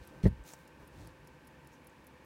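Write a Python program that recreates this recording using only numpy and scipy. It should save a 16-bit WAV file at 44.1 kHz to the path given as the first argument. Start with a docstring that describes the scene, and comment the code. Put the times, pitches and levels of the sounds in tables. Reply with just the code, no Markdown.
"""Throughout, a quiet room hums: filtered noise, fuzzy tones and a thin, wavering whine.
From the start a pocket watch ticks five times a second: runs of steel contacts ring its case modes.
The watch is then set down on a cloth-covered table with a soft double thud: cushioned blows ring table modes.
A rubber glove slides off the case with a small snap: grainy noise, then a decaying noise burst.
It shifts on the cloth afterwards: smooth strokes of dull noise, some of which also come before."""
import sys
import numpy as np
from scipy import signal
from scipy.fft import rfft, irfft
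from scipy.io import wavfile

SR = 44100
rng = np.random.default_rng(int(sys.argv[2]) if len(sys.argv) > 2 else 0)


def to_wav(s):
    """Save 16-bit WAV."""
    ch = np.atleast_2d(s).T  # columns
    pcm = np.round(np.clip(ch, -1, 1) * 32767)  # PCM
    wavfile.write(sys.argv[1], SR, pcm.astype(np.int16))


N = 99225  # samples in the scene


def amp(db):
    """Logarithmic level: decibels to amplitude ratio."""
    return 10 ** (np.asarray(db) / 20)


def unit(x):
    """Normalisation by mean power: scales to rms 1."""
    return x / np.sqrt(np.mean(x ** 2) + 1e-20)


def add(mix, s, sound):
    """Superposition: sums a sound into the mix at s seconds, cropped to fit."""
    at = round(s * SR)
    part, sound = mix[max(at, 0):], sound[max(-at, 0):]
    part[:len(sound)] += sound[:len(part)]


def noise(colour, size, tilt_db=0):
    """Spectral shaping: white noise weighted by a colour curve and a tilt in dB per octave, at rms 1."""
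    octave = np.log2(np.fft.rfftfreq(size, 1 / SR) + 1)
    hz, db = np.transpose(colour)
    gain = amp(np.interp(octave, np.log2(hz), db) + tilt_db * octave)
    spectrum = rfft(rng.standard_normal(size))
    return unit(irfft(spectrum * gain * (octave > 0), size))  # the zero-frequency bin is silenced


def resonant_noise(centre_hz, width_hz):
    """Resonance: white noise whose amplitude is halved one width away from the centre, at rms 1."""
    offset = (np.fft.rfftfreq(N, 1 / SR) - centre_hz) / width_hz
    return unit(irfft(rfft(rng.standard_normal(N)) / (1 + offset ** 2), N))


def drift(hz):
    """Low-pass random modulation: wandering mostly slower than the given rate, at rms 1."""
    return resonant_noise(0, hz)


def decay(t, t60):
    """Exponential damping: falls 60 dB in t60 seconds."""
    return np.exp(-np.log(1000) * t / t60)


def swell(length):
    """Half-sine envelope: a stroke that rises and falls smoothly over length seconds."""
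    return np.sin(np.pi * np.arange(0, length, 1 / SR) / length)


# spectrum of the room's air noise [f/Hz, relative level/dB per Hz]
AIR_COLOUR = [(20, -20), (45, -10), (72, 2), (100, -11), (138, 1.5), (200, -6.5), (300, -3), (440, -12),
              (590, -12), (750, -17), (1030, -10.5), (1270, -17.5), (1500, -16), (1820, -12), (2040, -22.5),
              (2200, -16), (2500, -17.5), (3300, -25.5), (7500, -34.5), (16000, -41)]
AIR_DB = -58.5


def air():
    """Stationary broadband noise: the steady background of the room."""
    return amp(AIR_DB) * noise(AIR_COLOUR, N)


# fuzzy tones of the room's hum [f/Hz, width/Hz, level/dB]
HUM_TONES = [(295, 58, -73.5), (507.6, 28, -68), (895, 53, -69)]


def hum():
    """Narrow-band noise: each tone is random energy gathered around a centre frequency."""
    return sum(amp(db) * resonant_noise(hz, width_hz) for hz, width_hz, db in HUM_TONES)


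# level curve of the thin whine, weaker by the end [t/s, level/dB]
WHINE_LEVELS = [(0, -70), (.65, -70), (.85, -75), (1.3, -73.5), (2.25, -82.5)]
WHINE_HZ, WHINE_WAVER_HZ = 1554, 3.05  # centre, rms deviation


def whine():
    """Frequency modulation: a sine whose phase integrates a randomly wavering frequency."""
    hz = WHINE_HZ + WHINE_WAVER_HZ * drift(hz=12.7)
    tone = unit(np.sin(2 * np.pi * np.cumsum(hz) / SR))
    level_db = np.interp(np.arange(N) / SR, *np.transpose(WHINE_LEVELS))
    return tone * amp(level_db)


# shifts of the hand on the table [start t/s, length/s, level/dB, tilt/dB per octave]
HAND_SHIFTS = [(-.01, 0.042, -48.5, -2), (0.028, 0.28, -56, 3), (0.332, 0.11, -47.5, -7),
               (0.438, .12, -58.5, 7), (.78, 0.082, -56, 3), (0.901, 0.24, -50.5, 1),
               (1.097, 0.25, -61.5, -1)]
# spectrum of the shifting [f/Hz, relative level/dB]
HAND_SHIFT_COLOUR = [(20, -29), (34, -12), (55, 10), (90, -1), (150, 1.5), (230, -16.5), (310, -1.5),
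                     (450, -14), (900, -20.5), (3000, -44), (16000, -61.5)]


def hand_shifts():
    """Friction through a soft layer: smooth strokes of dull noise."""
    out = np.zeros(N)
    for start, length, db, tilt_db in HAND_SHIFTS:
        stroke = swell(length)
        rumble = unit(noise(HAND_SHIFT_COLOUR, N, tilt_db)[:len(stroke)])
        add(out, start, amp(db) * stroke * rumble)
    return out


# rubs of glove and cloth [start t/s, length/s, level/dB, tilt/dB per octave, rasp level re hiss/dB]
GLOVE_RUBS = [(-.03, 0.16, -68.5, -0.5, -18), (0.227, 0.031, -50.5, -3, -15),
              (0.241, 0.051, -51.5, -3.5, -25), (0.443, 0.093, -62.5, 1, 0), (0.492, 0.066, -68.5, 0, 6),
              (0.509, 0.15, -70.5, 5, -8), (0.897, .24, -67.5, 0, -10), (1.71, .06, -70, -4, -0.5)]
# spectrum of the rubbing hiss [f/Hz, relative level/dB]
RUB_HISS_COLOUR = [(500, -10), (2000, -4.5), (4200, -2.5), (6000, -8.5), (8500, -7.5), (11000, -13.5),
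                   (16000, -15)]
# spectrum of rubber catching on the weave [f/Hz, relative level/dB]
RASP_COLOUR = [(3000, -40), (5000, -9), (5800, 3), (6900, -2), (7800, -8), (12000, -13)]
RUB_GRAIN_DB, RUB_GRAIN_HZ = 3.5, 700  # rms depth and rate of the level's flutter


def glove_rubs():
    """Sliding friction: hiss and rasp whose level flutters at random, giving a grainy stroke."""
    out = np.zeros(N)
    for start, length, db, tilt_db, rasp_db in GLOVE_RUBS:
        stroke = swell(length)
        hiss = noise(RUB_HISS_COLOUR, N, tilt_db)
        rasp = amp(rasp_db) * noise(RASP_COLOUR, N)
        flutter = unit(amp(RUB_GRAIN_DB * drift(RUB_GRAIN_HZ)))
        grains = (hiss + rasp) * flutter
        add(out, start, amp(db) * stroke * grains[:len(stroke)])
    return out


# moments when the glove sticks and lets go [t/s, level/dB]
GLOVE_SNAPS = [(.4382, -58.5), (0.462, -68), (0.5355, -45), (1.0095, -67), (1.8965, -64)]
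# spectrum of a snap [f/Hz, relative level/dB]
GLOVE_SNAP_COLOUR = [(1000, -7), (4000, -22), (5900, -14), (7800, -3.5), (9500, -17.5), (16000, -25)]
SNAP_T60, SNAP_RISE_S = 0.022, .0005  # s, s


def glove_snaps():
    """Stick-slip release: a noise burst with a steep onset and exponential damping."""
    out, t = np.zeros(N), np.arange(SR // 10) / SR
    envelope = np.minimum(t / SNAP_RISE_S, 1) * decay(t, SNAP_T60)
    for start, db in GLOVE_SNAPS:
        add(out, start, amp(db) * envelope * noise(GLOVE_SNAP_COLOUR, len(t)))
    return out


# watch and fingers meeting the table and settling [t/s, level/dB, contact time/s, scuff level/dB]
TABLE_BLOWS = [(0.2371, -23.5, 0.0034, -21.5), (0.2418, -18, 0.0051, -31), (0.2544, -20.5, 0.0026, -11.5),
               (0.2603, -13.5, .0028, -25.5), (0.2699, -21.5, 0.0046, -18.5), (0.2798, -21, 0.00436, -42),
               (0.3097, -35, 0.0048, -40), (0.3258, -37, 0.0056, -40)]
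# ringing modes of the table [f/Hz, relative level/dB, t60/s]
TABLE_MODES = [(58.6, -0.5, 0.09), (90.7, -7.5, 0.11), (120, -5.5, 0.087), (183, 0.5, 0.04),
               (308, -17.5, 0.078), (403, 2, 0.04), (565, 5.5, 0.039), (890, 3, 0.074)]
# spectrum of the scuffed weave [f/Hz, relative level/dB]
WEAVE_SCUFF_COLOUR = [(200, 4.5), (600, 15), (760, 1.5), (950, 3.5), (1300, -16.5), (1900, 6.5),
                      (2500, -17), (3200, -22.5), (4400, -13.5), (6000, -38), (16000, -34)]
SCUFF_T60 = 0.053  # s
BLOW_RING_DB, BLOW_RING_T60 = -60, .25  # faint ring of the case: dB, s


def set_down():
    """Modal excitation by impact: cloth-cushioned pushes ring the table, scuff the weave and ring the case."""
    out, t = np.zeros(N), np.arange(SR // 2) / SR
    table = sum(amp(db) * decay(t, t60) * np.cos(2 * np.pi * hz * t) for hz, db, t60 in TABLE_MODES)
    case_hz = max(CASE_MODES, key=lambda mode: mode[2])[0]  # the longest-ringing mode
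    ring = amp(BLOW_RING_DB) * decay(t, BLOW_RING_T60) * np.sin(2 * np.pi * case_hz * t)
    for start, db, contact, scuff_db in TABLE_BLOWS:
        push = swell(contact) ** 2  # a longer contact dulls the thud
        thud = signal.fftconvolve(table, push / push.sum())[:len(t)]
        scuff = amp(scuff_db) * noise(WEAVE_SCUFF_COLOUR, len(t)) * decay(t, SCUFF_T60)
        onset = np.minimum(t / contact, 1)
        add(out, start, amp(db) * (thud + onset * (scuff + ring)))
    return out


# contacts within one beat: impulse, drop, banking [t from the beat/s, relative level/dB]
BEAT_CONTACTS = [(0, 5), (.0009, -7.5), (.0024, -17), (.004, -7.5)]
# ringing modes of the watch case [f/Hz, relative level/dB, t60/s]
CASE_MODES = [(5350, -18.5, 0.023), (8800, -21, 0.0074), (9210, -14, 0.033), (10280, -10, 0.013),
              (10950, -8, 0.014), (11560, -15, 0.018), (13300, -15, 0.0063), (14000, -13, 0.02),
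              (16100, -18, 0.021)]
# spectrum of a contact's click [f/Hz, relative level/dB]
CONTACT_CLICK_COLOUR = [(1500, -32), (4500, -2), (6700, -0.5), (9000, 0.5), (12500, 5.5), (16000, -1)]
CONTACT_JITTER_S, CONTACT_SPREAD_DB = 0.00034, 5.5  # rms
CLICK_DB, CLICK_T60, CONTACT_RISE_S = -5, 0.019, 0.00066  # dB, s, s
BEAT_S = .005  # a tick's level is its energy spread over this time


def beat(t, bright_db):
    """Modal excitation by impact: a quick run of steel contacts that click and ring the case."""
    out = np.zeros(len(t))
    centre_hz = np.mean([mode[0] for mode in CASE_MODES])
    onset = np.minimum(t / CONTACT_RISE_S, 1)
    for lag, contact_db in BEAT_CONTACTS:
        ring = np.zeros(len(t))
        for hz, db, t60 in CASE_MODES:
            mode_db = db + bright_db * np.log2(hz / centre_hz)
            tone = np.sin(2 * np.pi * (hz * t + rng.random()))  # random phase
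            ring += amp(mode_db) * decay(t, t60) * tone
        click = amp(CLICK_DB) * noise(CONTACT_CLICK_COLOUR, len(t), bright_db) * decay(t, CLICK_T60)
        late, hard = rng.standard_normal(2)
        gain = amp(contact_db + CONTACT_SPREAD_DB * hard)
        add(out, lag + CONTACT_JITTER_S * late, gain * onset * (ring + click))
    return out * np.sqrt(BEAT_S * SR / np.sum(out ** 2))


# beats of the escapement [t/s, level/dB, brightness/dB per octave]
ESCAPEMENT_BEATS = [(.0741, -56.5, 4), (.2777, -61.5, 3), (0.476, -63, -3), (0.6757, -62.5, -5),
                    (.8747, -61.5, 0.5), (1.0723, -57.5, -4), (1.2732, -60, -5), (1.4726, -59.5, 0),
                    (1.6718, -60.5, -2.5), (1.8706, -56.5, 3.5), (2.0687, -58, 2), (2.2685, -58, 4)]
UNLOCK_LEAD_S, UNLOCK_DB = 0.025, -12  # ahead of the tick, relative to it


def escapement():
    """Intermittent release: the lever unlocks faintly just before each full tick."""
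    out, t = np.zeros(N), np.arange(SR // 10) / SR
    for start, db, bright_db in ESCAPEMENT_BEATS:
        add(out, start - UNLOCK_LEAD_S, amp(db + UNLOCK_DB) * beat(t, bright_db))
        add(out, start, amp(db) * beat(t, bright_db))
    return out


def scene():
    """Superposition: room, hand and watch sum at one close microphone."""
    room = air() + hum() + whine()
    glove = hand_shifts() + glove_rubs() + glove_snaps()
    return (room + glove + set_down() + escapement())[None]


LOW_CUT_HZ, EDGE_HZ = 30, 16100


def record(dry):
    """Linear filtering: the microphone's bass roll-off and the recorder's band limit."""
    thinned = signal.lfilter(*signal.butter(1, LOW_CUT_HZ, "high", fs=SR), dry)
    band_limit = signal.firwin(401, EDGE_HZ, window=("kaiser", 8), fs=SR)
    return signal.oaconvolve(thinned, band_limit[None], "same")


dry = scene()
out = record(dry)
to_wav(out)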